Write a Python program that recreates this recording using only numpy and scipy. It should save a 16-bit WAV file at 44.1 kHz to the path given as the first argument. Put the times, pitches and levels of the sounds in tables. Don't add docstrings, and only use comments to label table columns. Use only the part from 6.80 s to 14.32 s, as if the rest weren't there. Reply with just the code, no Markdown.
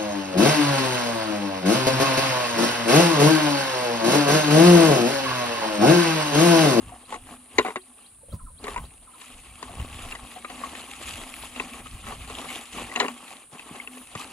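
import sys
import numpy as np
from scipy import signal
from scipy.fft import rfft, irfft, next_fast_len
from scipy.io import wavfile
from scipy.ndimage import uniform_filter1d, map_coordinates

SR = 44100
rng = np.random.default_rng(int(sys.argv[2]) if len(sys.argv) > 2 else 0)


def waveform_to_disk(signal):
    frames = np.transpose(np.atleast_2d(signal))
    scaled = np.clip(frames, -1, 1) * 32767
    samples = np.round(scaled).astype(np.int16)
    wavfile.write(sys.argv[1], SR, samples)


N = 331632

# (pitch_hz, level_db per Hz)
AIR_SPECTRUM = [(76, -38.5), (130, -23.5), (185, -13), (263, -9.5), (367, -11.5), (623, -11.5), (700, -8),
                (819, -20), (1530, -12.5), (1860, -19), (2450, -34), (4000, -16.5), (5800, -30), (9460, 5),
                (14000, -33)]
# (pitch_hz, likeness 0-1)
FAR_LIKENESS = [(300, 1), (600, 0.5), (1200, 0), (1700, 0), (3000, 1), (5500, 0.3), (7500, 0),
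                (12000, 0.42), (14000, .8)]
AIR_DB = -52.5

# (time_s, level_db)
BREEZE_LEVEL = [(0.0, -63), (1.11, -69), (1.78, -53), (2.09, -55), (2.28, -70), (3.16, -50), (3.52, -63),
                (5.03, -59), (5.28, -50), (5.68, -60.5), (6.62, -69), (7.52, -63)]
# (middle_s, length_s, buffeting_db, deep_surge_db)
WIND_GUSTS = [(.05, 0.17, -49, -57), (.42, 0.23, -56, -59), (.79, 0.08, -47.5, -67),
              (1.51, 0.051, -45, -48), (1.545, .04, -33.5, -48), (1.65, 0.085, -51, -40.5),
              (1.9, 0.11, -53, -50), (2.0, 0.12, -40.5, -45), (2.22, 0.13, -63, -58),
              (2.59, 0.085, -56, -45), (2.72, 0.053, -50, -60), (3.0, 0.18, -38, -49),
              (3.26, 0.18, -47, -48), (3.43, 0.072, -56, -53), (3.85, 0.23, -59, -71),
              (4.3, 0.15, -46, -62), (4.44, 0.13, -66, -49), (4.63, .1, -52.5, -59), (4.79, .12, -60, -54),
              (5.04, 0.11, -46.5, -53), (5.15, 0.052, -43, -44), (5.26, 0.076, -46.5, -52),
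              (5.4, 0.18, -47.5, -51), (5.53, .1, -54, -56), (5.7, 0.15, -53, -72), (6.03, 0.15, -47, -56)]
# (pitch_hz, level_db per Hz)
BUFFET_SPECTRUM = [(35, -42), (50, 4), (80, -1.5), (130, -8), (260, -18.5), (400, -48)]
# (pitch_hz, level_db per Hz)
SURGE_SPECTRUM = [(10, -16), (25, 4.5), (40, 3), (55, -15), (90, -65)]
SURGE_DB = -12.5

# (start_s, level_db)
FALLING_NOTES = [(1.517, -53), (1.586, -55), (1.657, -53.5), (2.264, -55), (2.329, -54.5), (2.402, -56)]
# (time_s from its start, pitch_hz, added_level_db)
FALLING_GLIDE = [(0, 1442, 1), (0.012, 1300, 6), (.021, 1030, 4), (.03, 960, 4), (.045, 930, 5)]
# (start_s, level_db)
RISING_NOTES = [(.228, -57), (.483, -64), (.99, -58), (1.236, -56), (1.497, -55.5), (1.76, -57),
                (2.026, -55.5), (2.318, -64)]
# (time_s from its start, pitch_hz, added_level_db)
RISING_GLIDE = [(0, 3270, 0), (.014, 3200, 1.5), (.02, 3500, -11), (.027, 4000, 5.5), (.034, 4580, 0),
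                (.044, 5200, -4)]
# (start_s, level_db, pitch_hz, length_s)
LOW_HOOTS = [(1.406, -63, 900, 0.027), (1.43, -48.5, 515, 0.013), (1.484, -43.5, 510, 0.01),
             (1.512, -54, 546, 0.012), (1.525, -41, 560, 0.01), (1.7, -58, 520, 0.013)]

# (start_s, level_db)
GROUND_BUMPS = [(1.535, -33), (5.32, -42), (6.02, -42), (6.73, -41), (6.91, -39), (7.352, -31)]
THUD_HZ, THUD_WIDTH_HZ, THUD_S = 150, 160, .012

# (time_s, rustle_db, dragging_db)
STIRRING = [(0, -57.5, -65), (.6, -62.5, -63), (1.1, -61.5, -62), (1.4, -76.5, -76.5), (1.73, -75, -79),
            (2.1, -62.5, -64), (2.3, -63, -62), (2.45, -51.5, -56.5), (2.7, -53, -58), (2.95, -51, -47),
            (3.2, -45.5, -48.5), (3.5, -57, -50.5), (4.0, -48.5, -49), (4.7, -49, -54.5), (5.1, -49, -53.5),
            (5.45, -47, -52), (5.9, -49, -55), (6.35, -50, -50.5), (6.62, -54, -55), (6.68, -66, -66),
            (6.73, -50, -52), (7.25, -55.5, -60), (7.52, -45.5, -45.5)]
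# (middle_s, length_s, rustle_db, dragging_db, sheen_db)
SACK_TUGS = [(.1, 0.26, -65, -52, -75), (.33, 0.072, -49, -46, -75), (.51, 0.15, -55.5, -52.5, -62),
             (.84, 0.16, -46, -42.5, -56), (1.24, 0.19, -65, -67.5, -67), (1.52, .15, -69, -71.5, -69),
             (1.89, 0.12, -44.5, -38, -55), (2.02, 0.085, -54, -51, -59), (2.43, 0.19, -59, -65.5, -62),
             (2.83, 0.057, -59, -52, -77), (3.3, 0.18, -56.5, -55.5, -63), (3.52, 0.15, -49.5, -78, -58),
             (3.8, 0.21, -48.5, -52, -60), (4.03, 0.18, -50, -54, -61), (4.29, 0.16, -43, -54, -54),
             (4.42, .12, -47, -45, -59), (4.59, .2, -50.5, -54.5, -50), (4.81, 0.11, -47.5, -44, -67),
             (4.96, 0.13, -55.5, -50, -59), (5.31, 0.085, -48.5, -42, -61), (5.55, 0.11, -45, -42, -64),
             (5.73, 0.19, -40.5, -42.5, -52), (6.0, 0.11, -40, -38.5, -57), (6.21, 0.17, -45.5, -38.5, -62),
             (6.5, 0.1, -53.5, -54.5, -64), (6.94, 0.13, -50, -45, -73), (7.06, 0.14, -76, -58, -59),
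             (7.2, 0.12, -56.5, -58, -53), (7.4, 0.12, -46.5, -48, -65)]
# (pitch_hz, level_db per Hz)
WEAVE_SPECTRUM = [(760, -32), (1300, -1), (1500, -10), (1840, -3.5), (2120, -1.5), (2370, 0.5), (2660, 3),
                  (3560, -2.5), (3900, -4.5), (5670, -14), (6870, -7.5), (7850, -6.5), (8530, -15),
                  (9500, -8), (12400, -22.5), (20900, -120)]
# (pitch_hz, level_db per Hz)
DRAG_SPECTRUM = [(71, -47), (120, -23), (183, -10.5), (243, -1.5), (383, -9.5), (616, -9.5), (782, -3.5),
                 (982, -9), (1110, -2.5), (1450, -17), (1600, -14), (2080, -21), (3520, -120)]
# (pitch_hz, level_db per Hz)
SHEEN_SPECTRUM = [(6000, -25), (9000, -10), (9800, 24.5), (11500, 5.5), (13400, 12.5), (14200, -12),
                  (15700, -22)]
# (pitch_hz, level_db per Hz)
HUM_SPECTRUM = [(205, -52), (238, 7.5), (253, 11), (268, -3), (310, -43.5)]
# (time_s, level_db)
HUM_LEVEL = [(0, -8), (.6, -4), (.9, -12), (1.25, -4), (1.9, -16), (2.35, -5), (3.0, -16), (3.6, -5),
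             (3.9, -7), (4.25, -17), (4.6, -8), (5.1, -6), (5.2, -22), (5.5, -6), (5.8, -17), (6.25, -1),
             (6.6, -13), (6.9, -15), (7.15, 2), (7.3, -14), (7.52, -11)]
# (pitch_hz, likeness 0-1)
NEAR_LIKENESS = [(300, .99), (700, .9), (1150, .93), (1550, .3), (2300, .88), (3800, .75), (5200, .3),
                 (7500, .7), (11000, .98)]
# (pitch_hz, left_lead_radians)
SACK_LEAD = [(200, 0), (1100, .4), (2000, .1), (3500, 1.2), (7000, 0)]
SHEEN_DB = -13
HUM_T60 = 0.28

# (start_s, level_db, pitch_hz of the loudest note, note_db, brightness_db)
TUBE_KNOCKS = [(.092, -34.5, 950, 15, -13), (.121, -27.5, 732, 21, -29), (.293, -32, 1100, 14, -22),
               (.323, -16.5, 865, 11.5, -13), (.342, -20, 1105, 11, -6), (.357, -26, 723, 11, -10),
               (.469, -38, 726, 10, 10), (.515, -36.5, 694, 23, -6), (.783, 2, 2120, 0, -10),
               (.793, -7.5, 420, 4, -26), (.809, -19, 1050, 8, -23), (.848, -13.5, 755, 8, -26),
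               (.862, -17, 1150, 4, -26), (.872, -21, 750, 7, -24), (.883, -16, 440, 3, -20),
               (.904, -22, 940, 9, -24), (.958, -13, 1100, 2, -21), (.966, -21, 370, 8, -22),
               (1.841, -21.5, 413, 21, 7), (1.868, -21, 1130, 7, -18), (1.881, -17, 1180, 8.5, -20),
               (1.943, -27, 710, 1, -7), (1.961, -13, 976, 13, -17), (1.977, -20, 1046, 10, -13),
               (2.416, -29.5, 1050, -6, 5), (2.827, -19, 1040, 7, -3), (2.893, -29.5, 702, 21, -21),
               (2.998, -26, 2870, 7, -12), (3.323, -20, 2700, 12, -12), (3.351, -22.5, 1120, -6, -4),
               (3.561, -26, 736, 24, -5), (3.646, -18.5, 1220, 13, -9), (3.699, -25, 720, 8, -8),
               (3.777, -31, 790, 2.5, -13), (3.836, -15.5, 1105, 26, -16), (3.951, -24, 2520, 7, -19),
               (4.117, -34.5, 804, 17, -24), (4.291, -35, 2710, 6, -8), (4.76, -25, 2620, 6, 5),
               (4.798, -11, 2620, 9.5, -19), (4.943, -35, 910, 0, -5), (5.059, -27.5, 1255, 16, -11),
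               (5.24, -32.5, 1270, 16, -5), (5.267, -26, 1300, 6, -14), (5.283, -31, 1240, 8, 7),
               (5.322, -21.5, 1140, 15, -20), (5.499, -25, 1130, -5, -11), (5.59, -26, 830, 4, -20),
               (5.642, -25.5, 816, 0, -16), (5.688, -24, 2200, 14, 5), (5.702, -22.5, 2170, 13, 1),
               (5.983, -26, 1100, 12, -16), (6.098, -29, 1950, 10, -9), (6.116, -24, 1980, 20, -6),
               (6.154, -21, 2500, 3, 0), (6.16, -9.5, 2760, 5.5, -1), (6.172, -15, 730, 7, -16),
               (6.196, -21, 2600, 7, -1), (6.2, -4, 4040, -5, -1), (6.207, -12.5, 402, 5, -15),
               (6.215, -16.5, 1245, 5, -22), (6.227, -15, 1090, -5, -15), (6.243, -14, 435, 3.5, -27),
               (6.263, -21.5, 2800, 13, -17), (6.282, -16, 2670, 0, -5), (6.479, -31, 2580, 5, -13),
               (6.748, -32.5, 800, 6, -13), (6.794, -25, 2600, 8, -13), (6.953, -31, 820, 2.5, -15),
               (7, -20.5, 2160, 23, 3), (7.074, -21, 2700, 15, -9), (7.171, -29.5, 1140, 3, -18),
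               (7.352, -18.5, 1163, 6.5, -10), (7.4, -24.5, 1194, 14, -13)]
# (pitch_hz, width_hz before widening, level_db)
BAMBOO_RESONANCES = [(248.6, 27, -7), (422, 92, -3), (1060, 77, -1.5), (1506, 45, -5), (1865, 147, -4),
                     (2310, 410, -6.5), (2767, 90, -6), (3240, 58, -15.5), (3540, 45, -18),
                     (3880, 110, -9.5), (3950, 160, -12), (5050, 300, -20), (6490, 400, -20),
                     (7480, 500, -13)]
RATTLE_S, RATTLE_S_PER_OCTAVE, RATTLE_S_PER_DB = 0.029, -0.0034, .0003
CRACK_S, CRACK_HZ = .008, 5000
CUT_DB, CUT_DB_PER_OCTAVE = 2, 1
LEFT_DB, LEFT_DB_PER_OCTAVE = 3, 1
LEAD_S = .00018

TOP_HZ = 15760


def amp(db):
    return 10 ** (np.asarray(db) / 20)


def unit(x):
    return x / np.sqrt(np.mean(x ** 2) + 1e-20)


def along(points, hz):
    f, value = np.transpose(points)
    return np.interp(np.log(hz + 1), np.log(f + 1), value)


def curves(rows):
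    s, *columns = np.transpose(rows)
    return [np.interp(np.arange(N) / SR, s, column) for column in columns]


def wobble(rate):
    points = rng.standard_normal(int(N * rate / SR) + 4)
    return map_coordinates(points, [np.arange(N) * rate / SR])


def swells(rows):
    t, out = np.arange(N) / SR, 0
    for middle, length, *level_db in rows:
        shape = np.exp(-(2 * (t - middle) / length) ** 2)
        out = out + np.outer(amp(level_db), shape)
    return out


def filtered(x, response):
    padded = next_fast_len(N + SR // 2)
    spectrum = rfft(x, padded) * response(np.fft.rfftfreq(padded, 1 / SR))
    return irfft(spectrum, padded)[..., :N]


def spread(pair, spectrum, alike):
    def middle_and_side(hz):
        turn = np.arccos(np.clip(along(alike, hz), -1, 1)) / 2
        return amp(along(spectrum, hz)) * [np.cos(turn), np.sin(turn)]

    mid, side = filtered(pair, middle_and_side)
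    return unit(np.array([mid + side, mid - side]))


def patchy(pair, size, depth_db):
    z = signal.stft(pair, nperseg=size)[2]
    field = uniform_filter1d(rng.standard_normal(z.shape[1:]), size=4, axis=0)
    field = uniform_filter1d(field, size=5, axis=1)
    return signal.istft(z * amp(depth_db * unit(field)), nperseg=size)[1][:, :N]


def crackle(rate, spread_db, share):
    snaps = (rng.random(N) < rate / SR) * amp(spread_db * rng.standard_normal(N))
    tails = signal.lfilter([1], [1, -np.exp(-1 / (0.0011 * SR))], snaps)
    share = np.clip(share, 0, 1)
    strength = np.sqrt(1 - share + share * unit(tails) ** 2)
    return patchy(rng.standard_normal((2, N)) * strength, size=256, depth_db=2.3)


def air():
    hiss = patchy(rng.standard_normal((2, N)), size=1024, depth_db=0.6)
    return amp(AIR_DB) * spread(hiss, AIR_SPECTRUM, FAR_LIKENESS)


def wind():
    breeze_db, = curves(BREEZE_LEVEL)
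    buffet, surge = swells(WIND_GUSTS) + amp([breeze_db, breeze_db + SURGE_DB])
    lumpy = rng.standard_normal((2, N)) * amp(2 * wobble(25))
    buffeting = buffet * spread(lumpy, BUFFET_SPECTRUM, [(30, .988)])
    return buffeting + surge * spread(rng.standard_normal((2, N)), SURGE_SPECTRUM, [(30, 1.0)])


def sing(out, s, db, hz):
    hoarse = 1 + 0.19 * uniform_filter1d(rng.standard_normal(len(hz)), size=60) * np.sqrt(60)
    wave = np.sin(2 * np.pi * np.cumsum(hz) / SR)
    tone = amp(db) * hoarse * np.hanning(len(hz)) ** .5 * wave
    start = round(s * SR)
    return out + np.pad(tone, (start, N - start - len(hz)))


def birds():
    out = np.zeros(N)
    for notes, glide in ((FALLING_NOTES, FALLING_GLIDE), (RISING_NOTES, RISING_GLIDE)):
        s, hz, level = np.transpose(glide)
        t = np.arange(0, s[-1], 1 / SR)
        for start, db in notes:
            pitch = np.interp(t, s, hz) * (1 + 0.01 * rng.standard_normal())
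            out = sing(out, start, db + np.interp(t, s, level), pitch)
    for start, db, hz, length in LOW_HOOTS:
        out = sing(out, start, db, np.full(int(length * SR), hz))
    fade = amp(-60 * np.arange(SR // 5) / SR / 0.13)
    echo = rng.standard_normal((2, SR // 5)) * fade
    echo = echo / np.linalg.norm(echo[0])
    return out + amp(-0.5) * signal.fftconvolve(out[None], echo, axes=1)[:, :N]


def thuds():
    push, t = np.zeros(N + SR), np.arange(SR // 10) / SR
    for s, db in GROUND_BUMPS:
        burst = np.exp(-t / THUD_S) * rng.standard_normal(len(t))
        push[round(s * SR):][:len(t)] += amp(db) * burst

    def ground(f):
        width = 1j * f * THUD_WIDTH_HZ
        return (width / (THUD_HZ ** 2 - f * f + width)) ** 2

    return filtered(push[:N], ground) * np.sqrt(SR / THUD_WIDTH_HZ / 2)


def sack():
    rustle_db, drag_db = curves(STIRRING)
    stirring = amp([rustle_db, drag_db, rustle_db + SHEEN_DB])
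    rustle, dragging, shine = swells(SACK_TUGS) + stirring
    keep = amp(-60 / (HUM_T60 * SR))
    lingering = signal.lfilter([1 - keep], [1, -keep], dragging)
    humming = amp(curves(HUM_LEVEL)[0]) * lingering
    clump = 1.6 * wobble(40)

    weave_noise = spread(crackle(400, 5.5, share=0.32), WEAVE_SPECTRUM, NEAR_LIKENESS)
    drag_noise = spread(crackle(120, 2.4, share=0.33), DRAG_SPECTRUM, NEAR_LIKENESS)
    sheen_noise = spread(crackle(340, 5, share=0.2), SHEEN_SPECTRUM, NEAR_LIKENESS)
    hum_noise = spread(rng.standard_normal((2, N)), HUM_SPECTRUM, NEAR_LIKENESS)

    weave = rustle * amp(clump) * weave_noise
    drag = dragging * amp(clump + wobble(26)) * drag_noise
    sheen = shine * amp(0.32 * clump) * sheen_noise
    hum = humming * amp(3 * wobble(12)) * hum_noise
    near = (weave + drag + sheen) * amp([[.7], [-.7]]) + hum
    return filtered(near, lambda hz: np.exp(.5j * np.outer([1, -1], along(SACK_LEAD, hz))))


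def tubes():
    out, size = np.zeros((2, N + SR)), 8192
    t, f = np.arange(size) / SR, np.fft.rfftfreq(size, 1 / SR)

    def ring(hz, width):
        return 1j * f * width / (hz * hz - f * f + 1j * f * width)

    def shelf(db, hz):
        return (1 + amp(db) * 1j * f / hz) / (1 + 1j * f / hz)

    hz, width, level = np.transpose(BAMBOO_RESONANCES)[:, :, None]
    sign = (-1) ** np.arange(len(hz))[:, None]
    delay = LEAD_S / np.hypot(1, f / 1900)
    lag = np.array([np.ones_like(f), np.exp(-2j * np.pi * f * delay)])
    dull = 1 / (1 + (f / CRACK_HZ) ** 4)
    apart = .45 * f ** 2 / (f ** 2 + 2500 ** 2)
    shading = f ** 2 / (f ** 2 + 350 ** 2)

    for s, db, note_hz, note_db, bright_db in TUBE_KNOCKS:
        octave = np.log2(note_hz / 1000)
        length = RATTLE_S + RATTLE_S_PER_OCTAVE * octave + RATTLE_S_PER_DB * db
        cut_db = CUT_DB + CUT_DB_PER_OCTAVE * octave
        pan_db = LEFT_DB + LEFT_DB_PER_OCTAVE * octave

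        pitch = hz * (1 + 0.029 * rng.standard_normal(hz.shape))
        strength = sign * amp(level + rng.normal(0, 2.5, hz.shape))
        wood = (strength * ring(pitch, 1.2 * width)).sum(0)
        wood = wood + amp(-13.5) * ring(960, 2500)
        note = amp(note_db) * ring(note_hz, 14 + 16 * (note_hz / 1000) ** 2)
        note = note * ring(note_hz, 500)
        colour = shelf(bright_db + 8.5, 1500) / shelf(cut_db, 420) / (1 + 1j * f / 9000) ** 2

        attack = (1 - np.exp(-t / 0.00027)) * (1 + 0.77 * np.exp(-t / 0.00095))
        shape = attack * amp(-25 * t / np.clip(length, .003, .08))
        lumps = np.abs(np.repeat(rng.standard_normal(size // 64), 64)) ** .5 + .5
        rattle = rng.standard_normal((3, size)) * shape * lumps
        crack = rfft(rattle * np.exp(-t / CRACK_S))
        noise = dull * rfft(rattle) + (1 - dull) * 1.4 * crack

        shade = amp(np.outer([.5, -.5], pan_db * shading))
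        woody = (noise[0] + apart * noise[1:]) * wood
        ringing = 1.5 * np.linalg.norm(shape) * note
        blow = irfft((woody + ringing) * colour * lag * shade, size)
        start_strength = np.sqrt(np.mean(blow[:, :350] ** 2))
        out[:, round(s * SR):][:, :size] += blow * amp(db - 12.5) / start_strength
    return out[:, :N]


def scene():
    return air() + wind() + birds() + thuds() + sack() + tubes()


def record(dry):
    rounded = dry / (1 + np.abs(dry / .95) ** 6) ** (1 / 6)
    return filtered(rounded, lambda hz: hz < TOP_HZ)


dry = scene()
out = record(dry)
waveform_to_disk(out)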